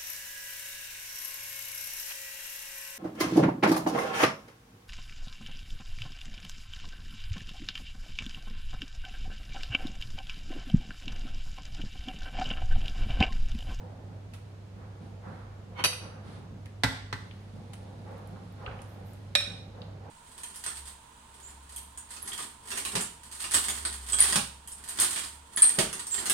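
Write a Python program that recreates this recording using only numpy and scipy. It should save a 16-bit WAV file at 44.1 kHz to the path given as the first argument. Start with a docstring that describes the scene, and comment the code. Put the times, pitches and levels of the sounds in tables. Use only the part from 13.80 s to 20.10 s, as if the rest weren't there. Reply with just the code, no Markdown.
"""Over a hob's hum and a soft rush of air, the listener first hears a cook's dull thuds and rustling cloth.
A ladle scrapes and clinks on crockery, knocks on a pot's floor, then taps its rim with a faint second blow.
Struck bodies are sums of decaying modes behind a noisy crack, and random slips make the scrape.
The stirred soup is swelling filtered noise and resonant bubbles; crackles and rising blips are small wet ticks.
Overlapping reflections in a hard-walled kitchen prolong the blows, the scrape, the ticks and the bubbles."""
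import sys
import numpy as np
from scipy import signal
from scipy.fft import rfft, irfft
from scipy.io import wavfile
from scipy.ndimage import uniform_filter1d

SR = 44100
rng = np.random.default_rng(int(sys.argv[2]) if len(sys.argv) > 2 else 0)


def output_pcm(signal):
    """Save a mono or channel-first signal as 16-bit PCM at the path in sys.argv[1].

    Samples are clipped to [-1, 1] before scaling.
    """
    pcm = np.clip(np.atleast_2d(signal).T, -1, 1) * 32767
    wavfile.write(sys.argv[1], SR, np.round(pcm).astype(np.int16))


N = 277830
TIME = np.arange(N) / SR

# Blows of the ladle on each body. Each row: start in seconds, relative level in dB, contact brightness in Hz.
CLINK_BLOWS = [(2.0393, -22, 14200), (2.0455, -23.5, 14000), (2.0518, -28.5, 12000), (2.129, -37.5, 4000)]
KNOCK_BLOWS = [(3.0352, -13, 12500), (3.0425, -19, 1800), (3.3272, -24, 4300), (4.872, -20.5, 70.5)]
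RIM_BLOWS = [(5.5518, -17.5, 13700), (5.608, -36.5, 7000)]
# Clear ringing modes of each body. Each row: frequency in Hz, relative level in dB, t60 in seconds.
CROCKERY_MODES = [(505, -24, .3), (2013, -17, .3), (2500, -6.5, .08), (2783, -15, .13), (3080, -17, .2),
                  (3860, -16, .28), (4370, -19, .2), (4560, -11, .24), (4700, -16, .3), (5850, -13, .22),
                  (6040, -14, .18), (7542, -21, .28), (7760, -19, .12), (8380, -15, .1), (9130, -19, .3),
                  (9310, -13, .3), (10100, -13, .18), (10870, -20, .14), (11200, -15, .2),
                  (13310, -15, .17)]
POT_FLOOR_MODES = [(58, -25, .35), (112, -10, .13), (165, -14, .11), (262, -16, .1), (850, -18, .12),
                   (1013, -17, .1), (1400, -19, .12), (1540, -19, .15), (1827, -11, .1), (1975, -16.5, .17),
                   (7950, -19, .05), (8800, -23, .1), (11900, -29, .08)]
POT_RIM_MODES = [(571, -16, .2), (1500, -21, .2), (1800, -21, .2), (2460, -12, .36), (2805, -25, .3),
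                 (3500, -23, .08), (3763, -8, .33), (3830, -8, .22), (3960, -16, .18), (5410, -15, .34),
                 (7429, -27, .2), (8590, -18, .25)]
# Dense, quickly damped modes of each body. Each row: frequency in Hz, relative level in dB per Hz.
CROCKERY_CRACK = [(250, -9), (500, -8.5), (1000, -2), (1600, -2.5), (2100, -10), (2600, 5.5), (3500, -6.5),
                  (4600, -3), (5400, -9.5), (6000, 1), (6800, -23), (8400, -9), (11400, -19), (14500, -61)]
FLOOR_CRACK = [(60, -37), (240, -5), (380, -5), (560, -5), (700, -11.5), (1100, 0.5), (1400, -2),
               (1950, -1), (2550, -8.5), (4100, -5), (5800, -11), (6800, -18), (8200, -16), (10500, -23),
               (12200, -20.5), (16000, -48)]
RIM_CRACK = [(300, -16.5), (600, -8), (1000, -11), (1350, 1.5), (2500, 3), (3000, -5.5), (3800, 11),
             (4700, -8.5), (5400, -2), (6300, -12), (8700, -8.5), (11000, -15.5), (13500, -22),
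             (15500, -50)]

# Modes that sing while the ladle slides. Each row: frequency in Hz, relative level in dB.
SINGING_MODES = [(520, -3), (980, 0), (1470, -2), (2200, -2), (3080, -3), (4370, -14), (5820, -16),
                 (9200, -25)]
# Colour of the sliding rasp. Each row: frequency in Hz, relative level in dB per Hz.
RASP_COLOUR = [(300, -9), (520, -16), (1000, 5.5), (1500, -6), (2800, -6.5), (3700, -13.5),
               (5200, -33.0), (11000, -32), (15000, -59)]
# The slide grows until the ladle slips free; growth and fade are time constants.
SLIDE_PEAK_S, SLIDE_DB, SLIDE_GROWTH_S, SLIDE_FADE_S = 1.999, -31.5, 0.016, 0.025

# Brief crisp touches. Each row: start in seconds, relative level in dB, treble against body in dB, t60 in seconds.
TOUCHES = [(.535, -46, -8, 0.12), (2.857, -45, -8, 0.027), (3.933, -42, -4.5, 0.058),
           (5.017, -46.5, 6, 0.037)]
# Two colours of a touch. 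Each row: frequency in Hz, relative level in dB per Hz.
TOUCH_BODY = [(400, -2), (1300, 1), (2000, -2.5), (3000, -1.5), (6000, -12), (14000, -22)]
TOUCH_TREBLE = [(5000, -10), (8000, -4), (9700, 2), (12000, -15), (15500, -32)]
# Small wet clicks of the ladle, drops and bursting bubbles.
# Each row: start in seconds, relative level in dB, initial pitch in Hz.
WET_TICKS = [(2.865, -48, 1900), (3.511, -42, 2900), (4.378, -57, 10500), (4.473, -50, 10000),
             (4.722, -59, 12500), (4.862, -30, 2750), (4.865, -33, 1200), (4.878, -35, 1250),
             (4.912, -43, 2200), (4.99, -44, 2350), (5.269, -56, 12500), (5.333, -49, 9600),
             (6.0175, -39.5, 3500)]
TICK_OCTAVES, TICK_T60_S = 0.38, 0.021   # spread of the crackle around the pitch; its decay
# The ring of a wet tick: level against the crackle, cycles to fall 60 dB, relative rise of pitch.
BLIP_DB, BLIP_CYCLES, BLIP_RISE_PER_S = -7, 62, 2.2

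# Strokes through the broth. Each row: start in seconds, length in seconds, relative slosh and splash in dB.
STROKES = [(3.718, 0.055, -57.5, -75), (3.93, 0.21, -57.5, -71), (4.225, 0.12, -51.5, -56),
           (4.492, .07, -59.5, -73), (4.765, 0.13, -50.5, -52.5), (5.1, 0.11, -58, -71),
           (5.655, 0.091, -56.5, -66), (5.907, 0.093, -54.5, -60.5), (6.19, .1, -54, -59.5)]
STROKE_ATTACK_S, STROKE_RELEASE_S = 0.07, 0.21
SURGE_DB = -6.5   # low surge of a stroke, relative to its slosh
# While the ladle is in the pot the broth churns and fizzes steadily.
STIR_START_S, STIR_LENGTH_S, STIR_ATTACK_S, STIR_RELEASE_S = 3.24, 2.2, .2, .7
CHURN_DB, FIZZ_DB = -56, -70   # relative levels
# Collapsing patches of fine foam. Each row: start in seconds, length in seconds, relative level in dB.
FOAM_PATCHES = [(5.06, 0.088, -72), (5.24, 0.072, -69)]
FOAM_ATTACK_S, FOAM_RELEASE_S = 0.024, 0.043
# Colour of the foam. 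Each row: frequency in Hz, relative level in dB per Hz.
FOAM_COLOUR = [(8000, -26), (11500, 2), (13000, 0), (15500, -5), (17000, -25)]

# The cook moves about. Each row: start in seconds, length in seconds, relative rustle and brushing in dB.
GESTURES = [(-.04, .12, -55, -67.5), (.25, .06, -62, -71), (0.947, 0.09, -60.5, -63),
            (1.184, .08, -60.5, -77), (1.408, 0.092, -54.5, -55.5), (1.87, .1, -58.5, -75),
            (2.182, 0.084, -54, -57), (2.446, 0.071, -58.5, -65)]
GESTURE_ATTACK_S, GESTURE_RELEASE_S = 0.053, .22
# Soft, dull thuds as the cook shifts and stirs. Each row: start in seconds, relative level in dB.
THUDS = [(0.02, -50.5), (.24, -51), (.96, -49.5), (1.2, -48), (1.46, -45), (1.85, -50.5), (1.97, -46),
         (2.21, -46), (2.448, -46), (2.57, -49), (2.68, -48), (3.73, -46), (4.18, -49.5), (4.51, -47.5),
         (5.66, -46.5), (6.0, -50)]
THUD_ATTACK_S, THUD_LENGTH_S, THUD_RELEASE_S = 0.012, 0.037, 0.1
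# Light hissing swishes. Each row: start in seconds, length in seconds, relative level in dB.
SWISHES = [(1.18, 0.096, -71), (1.44, 0.16, -72), (2.42, 0.15, -62.5)]
SWISH_ATTACK_S, SWISH_RELEASE_S = 0.053, 0.065
# Colours of moving cloth and liquid. Each row: frequency in Hz, relative level in dB per Hz.
LOW = [(70, -53.5), (130, -0.5), (185, 6), (260, -4.5), (400, -14.5), (900, -56)]
MIDDLE = [(220, -10), (380, -8.5), (510, 2.5), (640, -6.5), (800, -1), (1100, -16.5), (2500, -71)]
UPPER = [(550, -12), (950, 5.5), (1300, 6.5), (2150, -4.5), (2700, -15), (5000, -24), (10000, -52)]
HISS = [(1200, 15), (2600, 8.5), (4000, 10), (7000, -5), (9800, 3.5), (12000, -20), (15500, -22)]

# Steady hum and whine of the hob. Each row: frequency in Hz, relative rms level in dB.
HUM_TONES = [(100, -46.5), (200, -69.5), (300, -77.5), (6638, -88.5)]
# Steady rush of air. Each row: frequency in Hz, relative level in dB per Hz.
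AIR_COLOUR = [(22, -25), (32, -11), (42, 2.5), (60, -1), (90, 4), (125, 0.5), (185, -2), (310, -10.5),
              (520, -11), (1000, -19), (2000, -25.5), (4000, -30), (9000, -39.5), (15500, -51.5)]
# Likeness of diffuse noise at the two ears. Each row: frequency in Hz, left-right correlation from 0 to 1.
EAR_LIKENESS = [(60, 1), (160, 1), (300, 0.52), (600, 0.42), (1200, 0), (3000, 0), (12000, 0)]
# Decay of the room. Each row: frequency in Hz, t60 in seconds.
KITCHEN_DECAY = [(100, .4), (500, .47), (2000, .57), (5000, .56), (9000, .45), (13000, .29)]
CUTOFF_HZ = 15600


def ladle():
    """Impact and friction: the ladle clinks and slides on crockery, knocks on the pot's floor, taps its rim."""
    clink = struck(CLINK_BLOWS, CROCKERY_MODES, CROCKERY_CRACK, crack_t60=0.087, crack_db=3.5,
                   lag_ms=0.091, split=0.018, partners_db=-3.0)
    knock = struck(KNOCK_BLOWS, POT_FLOOR_MODES, FLOOR_CRACK, crack_t60=0.061, crack_db=-2.5,
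                   lag_ms=0.039, split=0.047, partners_db=-10.0)
    tap = struck(RIM_BLOWS, POT_RIM_MODES, RIM_CRACK, crack_t60=0.046, crack_db=5.5,
                 lag_ms=0.095, split=0.0118, partners_db=-7.5)
    return (kitchen(pan(clink + slide(), left_db=-2.6), wet_db=-9.0)
            + kitchen(pan(knock, left_db=-1.5), wet_db=-5.5)
            + kitchen(pan(tap, left_db=-1.5), wet_db=-7.0))


def struck(blows, modes, crack, crack_t60, crack_db, lag_ms, split=.012, partners_db=-7):
    """Modal superposition: a blow wakes a short crack and clear modes; a soft contact dulls both."""
    out, t = np.zeros((2, N)), TIME[:SR // 3]
    arrival = t - [[0], [lag_ms / 1000]]   # the clear modes lag at the right ear
    onset = 1 - np.exp(-t / 0.00019)
    for s, level_db, bright_hz in blows:
        sound = from_db(crack_db) * noise(crack, size=len(t)) * decay(t, crack_t60)
        for hz, mode_db, t60 in modes:
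            # the body is not quite round: weaker partners above and below beat against each mode
            detuning = split * rng.uniform(0.39, 1, (2, 1, 1)) * [[[-1]], [[1]]]
            partners = hz * (1 + detuning)
            beating = np.sin(2 * np.pi * (partners * t + rng.random((2, 2, 1)))).sum(0)
            tone = np.sin(2 * np.pi * hz * arrival) * rng.choice([-1, 1])
            sound += from_db(mode_db) * (tone + from_db(partners_db) * beating) * decay(t, t60)
        # one-pole low-pass at the contact brightness
        soft = np.exp(-2 * np.pi * bright_hz / SR)
        dulled = signal.lfilter([1 - soft], [1, -soft], sound * onset)
        add(out, s, from_db(level_db) * dulled)
    return out


def slide(slips_per_s=900, ring_db=-5, rasp_db=-3.0):
    """Sliding friction: rapid random slips set the crockery singing beneath a noisy rasp."""
    slips = (rng.random((2, N)) < slips_per_s / SR) * rng.standard_normal((2, N))
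    singing = rms_one(sum(from_db(db) * ring(slips, hz, .12) for hz, db in SINGING_MODES))
    muffled = signal.sosfilt(signal.butter(2, 7000, fs=SR, output="sos"), singing)
    rasp = noise(RASP_COLOUR)
    since = TIME - SLIDE_PEAK_S
    distance = np.maximum(-since / SLIDE_GROWTH_S, since / SLIDE_FADE_S)   # from the peak, in time constants
    pressure = np.exp(-np.minimum(distance, 20))
    return from_db(SLIDE_DB) * pressure * (from_db(rasp_db) * rasp + from_db(ring_db) * muffled)


def ticks():
    """Transients and resonance: touches crackle broadly; wet ticks crackle narrowly and ring with a rising blip."""
    out, t = np.zeros((2, N)), TIME[:SR // 5]
    onset = 1 - np.exp(-(t / .0007) ** 2)
    for s, level_db, treble_db, t60 in TOUCHES:
        body = noise(TOUCH_BODY, size=len(t))
        treble = from_db(treble_db) * noise(TOUCH_TREBLE, size=len(t))
        add(out, s, from_db(level_db) * rms_one(body + treble) * onset * decay(t, t60))
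    for s, level_db, hz in WET_TICKS:
        hill = [(hz * 2 ** (k * TICK_OCTAVES), -6 * k * k) for k in range(-3, 4)]
        crackle = noise(hill, size=len(t)) * decay(t, TICK_T60_S)
        cycles = hz * t * (1 + BLIP_RISE_PER_S * t / 2)
        blip = from_db(BLIP_DB) * np.sin(2 * np.pi * cycles) * decay(t, BLIP_CYCLES / hz)
        add(out, s, from_db(level_db) * onset * (crackle + blip))
    return kitchen(pan(out, left_db=-2.0), wet_db=-4.0)


def soup():
    """Flow noise and bubble resonance: the broth surges, folding in bubbles; fine froth bursts on top."""
    stirring = swell(STIR_START_S, STIR_LENGTH_S, 0, STIR_ATTACK_S, STIR_RELEASE_S)
    slosh = swells([(s, length, db) for s, length, db, _ in STROKES], STROKE_ATTACK_S, STROKE_RELEASE_S)
    splash = swells([(s, length, db) for s, length, _, db in STROKES], STROKE_ATTACK_S, STROKE_RELEASE_S)
    surge = np.hypot(from_db(CHURN_DB) * stirring, from_db(SURGE_DB) * slosh)
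    fizz = from_db(FIZZ_DB) * stirring
    flow = (surge * noise(LOW) + from_db(2.8) * slosh * noise(MIDDLE)
            + from_db(0.5) * splash * noise(UPPER) + from_db(6.0) * fizz * noise(HISS))
    bubbles = from_db(-12.0) * slosh * grains(per_s=110, low_hz=434, high_hz=1360, cycles=30, spread_db=5.5)
    spatter = from_db(-16) * splash * grains(per_s=300, low_hz=1300, high_hz=3430, cycles=7, spread_db=4.5)
    froth = from_db(-12.5) * fizz * grains(per_s=300, low_hz=4000, high_hz=11000, cycles=8.5, spread_db=4.5)
    foam = swells(FOAM_PATCHES, FOAM_ATTACK_S, FOAM_RELEASE_S) * noise(FOAM_COLOUR)
    return flow + foam + kitchen(pan(bubbles + spatter + froth, left_db=-3.5), wet_db=2.5)


def grains(per_s, low_hz, high_hz, cycles, spread_db, count=10):
    """Bubble resonance: random births ring at one of several pitches, falling 60 dB in some cycles; rms 1."""
    heights = from_db(spread_db * np.minimum(rng.exponential(1, N), 4)) * rng.choice([-1, 1], N)
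    born = rng.random(N) < per_s / SR
    dealt = rng.integers(0, count, N)   # which pitch each bubble takes
    pitches = np.geomspace(low_hz, high_hz, count)
    return rms_one(sum(ring(heights * born * (dealt == k), hz, cycles / hz) for k, hz in enumerate(pitches)))


def cook():
    """Broadband friction and dull impact: swelling coloured noise makes shuffles, rustles and swishes."""
    thuds = swells([(s, THUD_LENGTH_S, db) for s, db in THUDS], THUD_ATTACK_S, THUD_RELEASE_S)
    rustle = swells([(s, length, db) for s, length, db, _ in GESTURES], GESTURE_ATTACK_S, GESTURE_RELEASE_S)
    brushing = swells([(s, length, db) for s, length, _, db in GESTURES], GESTURE_ATTACK_S, GESTURE_RELEASE_S)
    hiss = swells(SWISHES, SWISH_ATTACK_S, SWISH_RELEASE_S)
    return (from_db(-0.5) * thuds * noise(LOW) + from_db(3.5) * rustle * noise(MIDDLE)
            + from_db(3.5) * brushing * noise(UPPER) + from_db(6.5) * hiss * noise(HISS))


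def hob(air_db=-49.5):
    """Steady tones and noise: mains hum with a faint whine, over the rush of air."""
    tones = sum(from_db(db) * np.sin(2 * np.pi * (hz * TIME + rng.random())) for hz, db in HUM_TONES)
    hum = tones * np.sqrt(2)   # rms to peak
    return hum + from_db(air_db) * noise(AIR_COLOUR)


def kitchen(x, wet_db):
    """Reverberation: hard walls return a dense, even tail that dies soonest in the high treble."""
    t, tail = TIME[:SR * 2 // 3], 0
    white = rfft(noise([(20, 0), (20000, 0)], size=len(t)))
    hz = np.linspace(0, SR / 2, white.shape[1])
    for centre, t60 in KITCHEN_DECAY:
        # overlapping bands, each with its own decay
        share = at_hz([(f, f == centre) for f, _ in KITCHEN_DECAY], hz)
        tail = tail + irfft(white * share) * decay(t, t60)
    # so many reflections overlap that no narrow band stands out
    response = rfft(tail * (1 - np.exp(-t / 0.0014)), 2 * len(t))
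    response /= np.sqrt(uniform_filter1d(np.abs(response) ** 2, size=60))
    reflections = signal.oaconvolve(x, irfft(response)[:, :len(t)], axes=1)[:, :N]
    return x + from_db(wet_db) * reflections


def noise(spectrum, size=N):
    """Diffuse field: stereo noise of a given colour, alike at both ears in the bass; rms 1."""
    hz = np.arange(size // 2 + 1) * SR / size
    mid, side = rfft(rng.standard_normal((2, size)))
    alike = np.clip(at_hz(EAR_LIKENESS, hz), -1, 1)
    both = np.sqrt(1 + alike) * mid + np.sqrt(1 - alike) * side * [[1], [-1]]
    return rms_one(irfft(both * from_db(at_hz(spectrum, hz)), size))


def ring(clicks, hz, t60):
    """Damped resonance: a unit click sets a sine of height 1 ringing."""
    r = from_db(-60 / (t60 * SR))   # decay per sample
    w = 2 * np.pi * hz / SR
    return signal.lfilter([0, np.sin(w)], [1, -2 * r * np.cos(w), r * r], clicks + 1e-18)


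def decay(t, t60):
    """Exponential damping: fall by 60 dB in t60."""
    return np.exp(-np.log(1000) * t / t60)


def swell(start, length, level_db, attack_s, release_s):
    """Envelope of one movement: a linear rise, a hold to its length, then exponential decay."""
    since = TIME - start
    rise = np.clip(since / attack_s, 0, 1)
    return from_db(level_db) * rise * np.exp(-np.maximum(since - length, 0) / release_s)


def swells(rows, attack_s, release_s):
    """Incoherent addition: movements of (start, length, dB) overlap and add in power."""
    return np.sqrt(sum(swell(*row, attack_s, release_s) ** 2 for row in rows))


def from_db(db):
    """Logarithmic level: decibels to amplitude gain."""
    return 10 ** (np.asarray(db) / 20)


def rms_one(x):
    """Normalisation: scale to unit rms."""
    return x / np.sqrt(np.mean(x ** 2) + 1e-20)


def at_hz(points, hz):
    """Interpolation: read a table on a log-frequency axis."""
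    f, value = np.transpose(points)
    return np.interp(np.log(hz + 1e-3), np.log(f), value)


def pan(x, left_db):
    """Interaural level difference: left over right in dB; negative leans to the right."""
    return x * from_db([[left_db / 2], [-left_db / 2]])


def add(out, s, sound):
    """Superposition: mix a sound in at a time in seconds."""
    at = round(s * SR)
    out[..., at:at + sound.shape[-1]] += sound[..., :N - at]


def scene():
    """Superposition of every source, as heard from above the pot."""
    return ladle() + ticks() + pan(cook() + soup(), left_db=-2.0) + pan(hob(), left_db=-1.5)


def record(dry):
    """Band limiting: the microphone sheds the deepest bass; the top is cut steeply."""
    thinned = signal.sosfilt(signal.butter(5, 36, "high", fs=SR, output="sos"), dry)
    return signal.sosfilt(signal.ellip(10, .1, 90, CUTOFF_HZ, fs=SR, output="sos"), thinned)


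dry = scene()
out = record(dry)
output_pcm(out)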